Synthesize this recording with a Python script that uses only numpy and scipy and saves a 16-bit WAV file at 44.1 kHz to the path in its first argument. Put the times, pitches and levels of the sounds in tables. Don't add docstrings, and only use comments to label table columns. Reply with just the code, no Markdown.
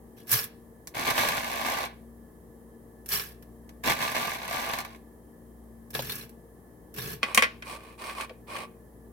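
import sys
import numpy as np
from scipy import signal
from scipy.fft import rfft, irfft, next_fast_len
from scipy.io import wavfile
from scipy.ndimage import uniform_filter1d

SR = 44100
rng = np.random.default_rng(int(sys.argv[2]) if len(sys.argv) > 2 else 0)


def wav_record(signal):
    frames = np.transpose(np.atleast_2d(signal))
    bounded = np.clip(frames, -1, 1)
    quanta = np.round(bounded * 32767).astype(np.int16)
    wavfile.write(sys.argv[1], SR, quanta)


N = 402191
SIZE = 16384
TIME = np.arange(N) / SR
FREQ = np.maximum(np.arange(SIZE // 2 + 1) * SR / SIZE, 1)


# t/s, level/dB
DIG_EFFORT = [
    [(0.935, -66), (0.947, -38.5), (0.979, -34), (1.043, -34), (1.107, -27), (1.129, -38), (1.185, -26),
     (1.357, -34), (1.373, -31.5), (1.403, -36.5), (1.645, -35), (1.653, -31), (1.851, -37), (1.94, -94)],
    [(3.825, -81), (3.837, -37), (3.853, -29.5), (3.909, -25.5), (3.959, -41.5), (4.023, -29.5),
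     (4.133, -39), (4.149, -31.5), (4.357, -37), (4.371, -45), (4.541, -33.5), (4.809, -40.5),
     (4.829, -53.5), (4.96, -56)],
]
# t/s, level/dB, treble re level/dB
TUB_IMPACTS = [(0.872, -35.5, 7.5), (1.078, -12, -18), (1.102, -26.5, 0), (1.179, -12.5, -9),
               (1.193, -22.5, -20), (1.287, -14, -5.5), (1.372, -20, -12), (1.843, -29, -25),
               (3.692, -41, -2.5), (3.838, -42.5, 13), (3.875, -12, -15.5), (3.898, -11.5, -11),
               (4.118, -22, -5.5), (4.152, -17, -39), (4.165, -15.5, -16), (4.545, -24, -25),
               (4.697, -19, -14), (4.735, -16, -9.5), (4.787, -20.5, -5.5), (4.804, -34, 4),
               (4.849, -27, -6.5)]
# f/Hz, level/dB
TUB_ENVELOPE = [(60, -13.5), (130, -6.5), (250, -12.5), (380, -6), (650, 1.5), (1100, 5), (1380, -3),
                (2300, -7.5), (4000, -5), (7500, -12.5), (10000, -12.5), (13000, -8.5), (16000, -18.5)]
# f/Hz, width/Hz, gain/dB
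TUB_RESONANCES = [(243, 61, 12.5), (680, 110, 6), (1178, 61, 9), (1288, 123, -16.5), (1717, 230, 5.5),
                  (2280, 720, 10.5), (2960, 570, -1)]

def tub(usual_db=-35, bright_db_per_db=0.06, plunge_bass_db=6.5, lift_s=0.16,
        hollow_hz=850, hollow_q=1.5, hollow_db=-5):
    drive, depth, clear = np.zeros((3, N)), np.zeros(N), np.zeros(N)
    for dig in DIG_EFFORT:
        times, levels = np.transpose(dig)
        effort = np.interp(TIME, times, levels)
        treble = effort + bright_db_per_db * (effort - usual_db)
        digging = (TIME >= times[0]) & (TIME <= times[-1])
        drive += digging * amp([effort, effort, treble])
        depth += digging * np.exp(-np.maximum(TIME - times[0], 0) / lift_s)
        clear += digging * ((TIME - times[0]) / (times[-1] - times[0])) ** 2
    energy = swarm(drive * bands(-17, -2, -10), rate_hz=3000, spread_db=1, colour_db=7)
    energy += blows(TUB_IMPACTS, gains_db=[-18, -4, -3])
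    energy[0] *= amp(plunge_bass_db * depth) ** 2
    plastic = response(TUB_ENVELOPE, TUB_RESONANCES, ripple_db=6.5)
    crunch = radiate(energy, plastic, crack_t60=0.018, near_db=1, near_t60=0.062,
                     room_db=-4.5, pan_db=-1.2, lag_s=-0.0005)
    hollow = signal.lfilter(*signal.iirpeak(hollow_hz, hollow_q, fs=SR), crunch)
    return crunch + amp(hollow_db) * clear * hollow


# t/s, rise/s, length/s, level/dB, thinning/(dB/s), bass re level/dB, treble re level/dB
BEAN_SLIDES = [ (0.156, 0.017, 0.065, -61.5, 61, -4.5, 4.5), (0.254, 0.08, 0.185, -30, 150, -13, 6),
               (3.066, 0.066, 0.27, -31, 166, -13.5, 5), (5.925, 0.015, 0.31, -41.5, 33, -1.5, 2),
               (6.09, 0.0048, 0.099, -57, 84, -26, 3), (6.924, 0.051, 0.21, -43, 11, 2, 2), ]
# t/s, level/dB, treble re level/dB
CANISTER_IMPACTS = [(.316, -31.5, 22.5), (.328, -17.5, 9), (.39, -23, 0), (.44, -33, 11),
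                    (3.06, -41.5, 9.5), (3.089, -37, 17), (3.131, -25, -2), (3.197, -20.5, -8),
                    (3.425, -46, 4), (5.905, -45, 11.5), (5.95, -20.5, -1.5), (6.096, -24.5, 0.5),
                    (6.12, -29.5, 7), (6.155, -39.5, 14), (6.183, -41, 10), (6.293, -51, 11),
                    (6.941, -46, 11), (6.984, -26, -4)]
# f/Hz, level/dB
CANISTER_ENVELOPE = [(60, -13.5), (125, 3.5), (300, -15), (800, -2.5), (1600, -2), (3500, -3.5), (6000, -3),
                     (8500, -2.5), (11000, 4.5), (13500, 7.5), (16000, -2.5)]
# f/Hz, width/Hz, gain/dB
CANISTER_RESONANCES = [(121, 10, 1.7), (420, 99, 14), (1107, 66, 8.9), (1684, 150, 11), (2270, 220, 2.3),
                       (2610, 610, 5.7), (3480, 170, 4.1), (4160, 450, 1.4), (5440, 360, 6),
                       (5900, 940, 1.9), (12200, 250, 3.6)]

def canister():
    drive = sum(amp(level) * bands(bass, 0, treble) * flow(TIME - start, rise, length, thinning)
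                for start, rise, length, level, thinning, bass, treble in BEAN_SLIDES)
    energy = swarm(drive, rate_hz=1900, spread_db=-1, colour_db=5)
    energy += blows(CANISTER_IMPACTS, gains_db=[-14, 0.3, 0.3])
    steel = response(CANISTER_ENVELOPE, CANISTER_RESONANCES, ripple_db=3.5, ripple_hz=110)
    return radiate(energy, steel, crack_t60=0.054, near_db=-24.5, near_t60=0.055,
                   room_db=-8, pan_db=-1.1, lag_s=0.0005)


def flow(t, rise, length, thinning, stop_t60=0.13):
    db = -thinning * np.maximum(t - rise, 0) - 60 * np.maximum(t - length, 0) / stop_t60
    return np.clip(t / rise, 0, 1) ** 2 * amp(db)


# t/s, f/Hz, level/dB
CLEAR_CLINKS = [(0.389, 5420, -26), (3.119, 4400, -33), (3.156, 5500, -25), (3.195, 5340, -32),
                (6.096, 3500, -31), (6.1, 4140, -29), (6.11, 4300, -35), (6.12, 3750, -30.5),
                (6.211, 4060, -40)]

def clinks(per_slide=26, low_hz=2500, high_hz=6500, spread_db=3, t60=0.055):
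    tones = [(start, hz, db, t60) for start, hz, db in CLEAR_CLINKS]
    for start, rise, length, level, thinning, _, _ in BEAN_SLIDES:
        for when, pitch, force in rng.random((per_slide, 3)):
            t = when * length
            flow_db = 20 * np.log10(flow(t, rise, length, thinning) + 1e-9)
            db = level + flow_db + spread_db * (2 * force - 1)
            tones.append((start + t, low_hz * (high_hz / low_hz) ** pitch, db, t60))
    return pings(tones)


def boom(start=0.318, length=0.058, hz=122, db=-34):
    along = np.clip((TIME - start) / length, 0, 1)
    return amp(db) * np.sin(np.pi * along) * np.sin(2 * np.pi * hz * TIME)


# t/s, level/dB, treble re level/dB
COLLAR_IMPACTS = [(5.95, -28, -27), (5.992, -26.5, -30)]
# f/Hz, level/dB
COLLAR_ENVELOPE = [(90, -29), (300, -1), (600, 6.5), (900, 6), (1500, -9.5), (4000, 1), (16000, -23)]
# f/Hz, width/Hz, gain/dB
COLLAR_RESONANCES = [(408, 89, 12), (695, 160, 2)]

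def collar():
    energy = blows(COLLAR_IMPACTS, gains_db=[-11, 0.3, 0.3])
    plastic = response(COLLAR_ENVELOPE, COLLAR_RESONANCES)
    return radiate(energy, plastic, crack_t60=0.02, near_db=7.5, near_t60=0.067, room_db=-5, pan_db=-1)


# t/s, level/dB, treble re level/dB, f/Hz where the spot rings most
COUNTER_IMPACTS = [(7.23, -11, -19, 2800), (7.3466, -16, 4.5, 1050), (7.375, -3.5, -9, 2800),
                   (7.391, -16.5, -35, 2280), (7.4232, -9.5, -11, 1910), (7.435, -13.5, -22, 1620),
                   (7.442, -17.5, -24, 1510), (7.623, -29, -15.5, 2280), (8.096, -27.5, -15, 1400),
                   (8.209, -23, -8, 1100), (8.295, -34.5, -20, 700), (8.564, -26.5, -12, 900)]
# f/Hz, level/dB
SCOOP_ENVELOPE = [(100, -44.5), (220, -2), (320, -14.5), (500, -4), (750, -7.5), (1200, -13), (1800, -1),
                  (2500, -1.5), (3300, -5.5), (4200, -8.5), (7000, -9.5), (9500, -7.5), (16000, -17.5)]
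# f/Hz, width/Hz, gain/dB
COUNTER_RESONANCES = [(505, 39, 1.7), (1132, 230, 19.6), (1520, 70, 3), (2130, 210, 4.3), (2440, 210, 6.7),
                      (3006, 57, 2.1), (9300, 740, 2.6)]

def scoop():
    energy = blows(COUNTER_IMPACTS, gains_db=[-17, 1.2, 1.2])
    body = response(SCOOP_ENVELOPE, COUNTER_RESONANCES, ripple_db=5)
    return radiate(energy, body, crack_t60=0.044, near_db=-5.5, near_t60=0.12, room_db=-11, pan_db=-0.5)


# f/Hz, level re impact/dB
RINGING_MODES = [(640, -19), (1113, -20), (1410, -16.5), (1535, -16.5), (1669, -15), (1830, -17),
                 (2014, -7.5), (2223, -15.5), (2449, -16), (2780, -16), (3160, -11)]

def after_ring(t60_cycles=230, fall_db_per_octave=13.5):
    tones = []
    for start, level, _, spot_hz in COUNTER_IMPACTS:
        for hz, db in RINGING_MODES:
            octaves_away = abs(np.log2(hz / spot_hz))
            tones.append((start, hz, level + db - fall_db_per_octave * octaves_away, t60_cycles / hz))
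    return pings(tones)


# t/s, length/s, level/dB, treble re level/dB
STROKES = [(7.211, 0.16, -41.5, -13.5), (7.64, 0.14, -42, -6.5), (7.725, 0.25, -53, -10),
           (7.972, 0.19, -41, -7.5), (8.143, 0.12, -39.5, -8.5), (8.465, 0.2, -39.5, -10.5)]
# f/Hz, level/dB
PALM_ENVELOPE = [(150, -10), (450, 5.5), (800, 7), (1200, -4.5), (1800, 3), (2600, 0.5), (4000, -8.5),
                 (6500, -25), (9000, -18.5), (12000, -25), (16000, -30.5)]

def palm(speed_exponent=0.98):
    drive = 0
    for start, length, level, treble in STROKES:
        along = np.clip((TIME - start) / length, 0, 1)
        speed = 4 * along * (1 - along)
        drive = drive + amp(level) * bands(-15, 0, treble) * speed ** speed_exponent
    energy = swarm(drive, rate_hz=14000, spread_db=3.5, colour_db=4)
    body = response(PALM_ENVELOPE, COUNTER_RESONANCES, ripple_db=9.5)
    return radiate(energy, body, crack_t60=0.013, near_db=-1.5, near_t60=0.027,
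                   room_db=-9.5, pan_db=-2.5)


def squeak(start=8.297, length=0.0314, from_hz=720, to_hz=370, db=-40, roughness=0.24):
    along = np.clip((TIME - start) / length, 0, 1)
    jitter = 1 + roughness * np.repeat(noise(N // 64 + 1), 64)[:N]
    phase = 2 * np.pi * np.cumsum(jitter * from_hz * (to_hz / from_hz) ** along) / SR
    return amp(db) * np.sin(np.pi * along) * np.sin(phase)


# f/Hz, level/dB
AIR_ENVELOPE = [(25, -21.5), (55, -0.5), (100, -2.5), (220, -2.5), (460, -3), (600, -9.5), (1150, -17.5),
                (1400, -29), (1900, -23.5), (2400, -40), (4500, -39.5), (8000, -34), (10500, -27.5),
                (16000, -31)]
# f/Hz, width/Hz, gain/dB
FAN_RESONANCES = [(1730, 38, 16), (3140, 50, 13.7)]
# f/Hz, rms level/dB
HUM_PARTIALS = [(59.2, -57), (118.4, -65), (177.6, -66.5), (231.5, -57.5), (306.8, -66.5), (366.1, -65.5),
                (457.6, -64)]

def fridge(air_db=-55, alike_hz=900, waver=0.37):
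    air = response(AIR_ENVELOPE, FAN_RESONANCES)
    air *= amp(air_db) / np.linalg.norm(irfft(air))
    air_highs = air * FREQ / (FREQ - 1j * alike_hz)
    mid = signal.oaconvolve(noise(N + SIZE), irfft(air), "valid")[:N]
    side = signal.oaconvolve(noise(N + SIZE), irfft(air_highs), "valid")[:N]
    knots = np.linspace(0, TIME[-1], 40)
    hum = 0
    for hz, db in HUM_PARTIALS:
        swell, drift = (np.interp(TIME, knots, waver * noise(len(knots))) for _ in range(2))
        phase = 2 * np.pi * (hz * TIME + rng.random()) + drift * hz / HUM_PARTIALS[0][0]
        hum = hum + np.sqrt(2) * amp(db) * (1 + swell) * np.sin(phase)
    return mid + hum + np.array([side, -side])


REVERB_TIMES = [.35, 0.33, 0.14]

def radiate(energy, body, crack_t60, near_db, near_t60, room_db, pan_db, lag_s=0,
            bass_hz=400, treble_hz=5000):
    edges = [(bass_hz, "low"), ([bass_hz, treble_hz], "band"), (treble_hz, "high")]
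    out = 0
    for spikes, (hz, kind), room_t60 in zip(energy, edges, REVERB_TIMES):
        echoes = amp(near_db) ** 2 * fade(spikes, near_t60)
        tail = amp(room_db) ** 2 * fade(spikes, room_t60)
        force = noise_field(lag_s) * np.sqrt(fade(spikes, crack_t60) + echoes + tail)
        impulse = signal.sosfilt(signal.butter(4, hz, kind, fs=SR, output="sos"), irfft(body))
        impulse /= np.linalg.norm(impulse)
        out = out + signal.oaconvolve(force, impulse[None], axes=1)[:, :N]
    return out * amp([[pan_db / 2], [-pan_db / 2]])


def swarm(drive, rate_hz, spread_db, colour_db):
    touch = rng.random(N) < rate_hz * np.sqrt(drive[1] / drive[1].max()) / SR
    energy = touch * amp(spread_db * rng.exponential(size=N) + colour_db * noise((3, N))) ** 2
    energy /= np.maximum(uniform_filter1d(energy, size=1100), 1e-9)
    return energy * drive ** 2


def blows(rows, gains_db, contact_s=0.0006):
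    energy = np.zeros((3, N))
    for start, level, treble, *_ in rows:
        band_db = level + np.array([0, 0, treble]) + gains_db
        energy[:, int(start * SR)] += amp(band_db) ** 2 * contact_s * SR
    return energy


def response(envelope, modes, ripple_db=0, ripple_hz=45, blur_hz=8000):
    hz, db = np.transpose(envelope)
    db = np.interp(np.log(FREQ), np.log(hz), db)
    db += sum(gain / (1 + (2 * (FREQ - centre) / width) ** 2) for centre, width, gain in modes)
    thicket = np.interp(FREQ / ripple_hz, np.arange(SIZE), np.tanh(noise(SIZE)))
    db += ripple_db * thicket * FREQ / (FREQ + 1200) / (1 + (FREQ / blur_hz) ** 2)
    cepstrum = irfft(np.log(amp(db)))
    cepstrum[1:SIZE // 2] *= 2
    cepstrum[SIZE // 2 + 1:] = 0
    return np.exp(rfft(cepstrum))


def pings(tones):
    out, t = np.zeros((2, N + SIZE)), TIME[:SIZE]
    for start, hz, db, t60 in tones:
        first = int(start * SR)
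        phase = 2 * np.pi * (hz * t + rng.random((2, 1)))
        out[:, first:first + SIZE] += amp(db - 60 * t / t60) * np.sin(phase)
    return out[:, :N]


def noise_field(lag_s, direct_share=0.23, alike_hz=520):
    shared = signal.lfilter(*signal.butter(1, alike_hz, "low", fs=SR), noise(N))
    diffuse = shared + signal.lfilter(*signal.butter(1, alike_hz, "high", fs=SR), noise((2, N)))
    wave = noise(N)
    direct = np.array([np.roll(wave, round(lag_s * SR)), wave])
    return np.sqrt(direct_share) * direct + np.sqrt(1 - direct_share) * diffuse


def fade(energy, t60):
    keep = amp(-120 / (t60 * SR))
    return signal.lfilter([1 - keep], [1, -keep], energy + 1e-18)


def bands(bass_db, middle_db, treble_db):
    return amp([[bass_db], [middle_db], [treble_db]])


def amp(db):
    return 10 ** (np.asarray(db) / 20)


def noise(size):
    return rng.standard_normal(size)


def scene():
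    beans = tub() + canister() + boom() + clinks()
    return beans + collar() + scoop() + after_ring() + palm() + squeak() + fridge()


# f/Hz, level/dB
MIC_BALANCE = [(40, -2.5), (120, 5), (260, 5.5), (380, 1), (750, 0.5), (1800, -2), (2800, 3.5), (4500, 1.5),
               (6800, -0.5), (8200, -4), (11000, -0.5), (16000, -0.5)]

def record(dry, overload=0.85, top_hz=16000):
    hz, db = np.transpose(MIC_BALANCE)
    size = next_fast_len(N + SIZE)
    freq = np.maximum(np.arange(size // 2 + 1) * SR / size, 1)
    lean_db = np.interp(np.log(freq), np.log(hz), db) / 2
    heard = irfft(rfft(dry, size) * amp([lean_db, -lean_db]), size)[:, :N]
    lowpass = signal.ellip(10, 0.2, 70, top_hz, fs=SR, output="sos")
    return signal.sosfilt(lowpass, np.clip(heard, -overload, overload))


dry = scene()
out = record(dry)
wav_record(out)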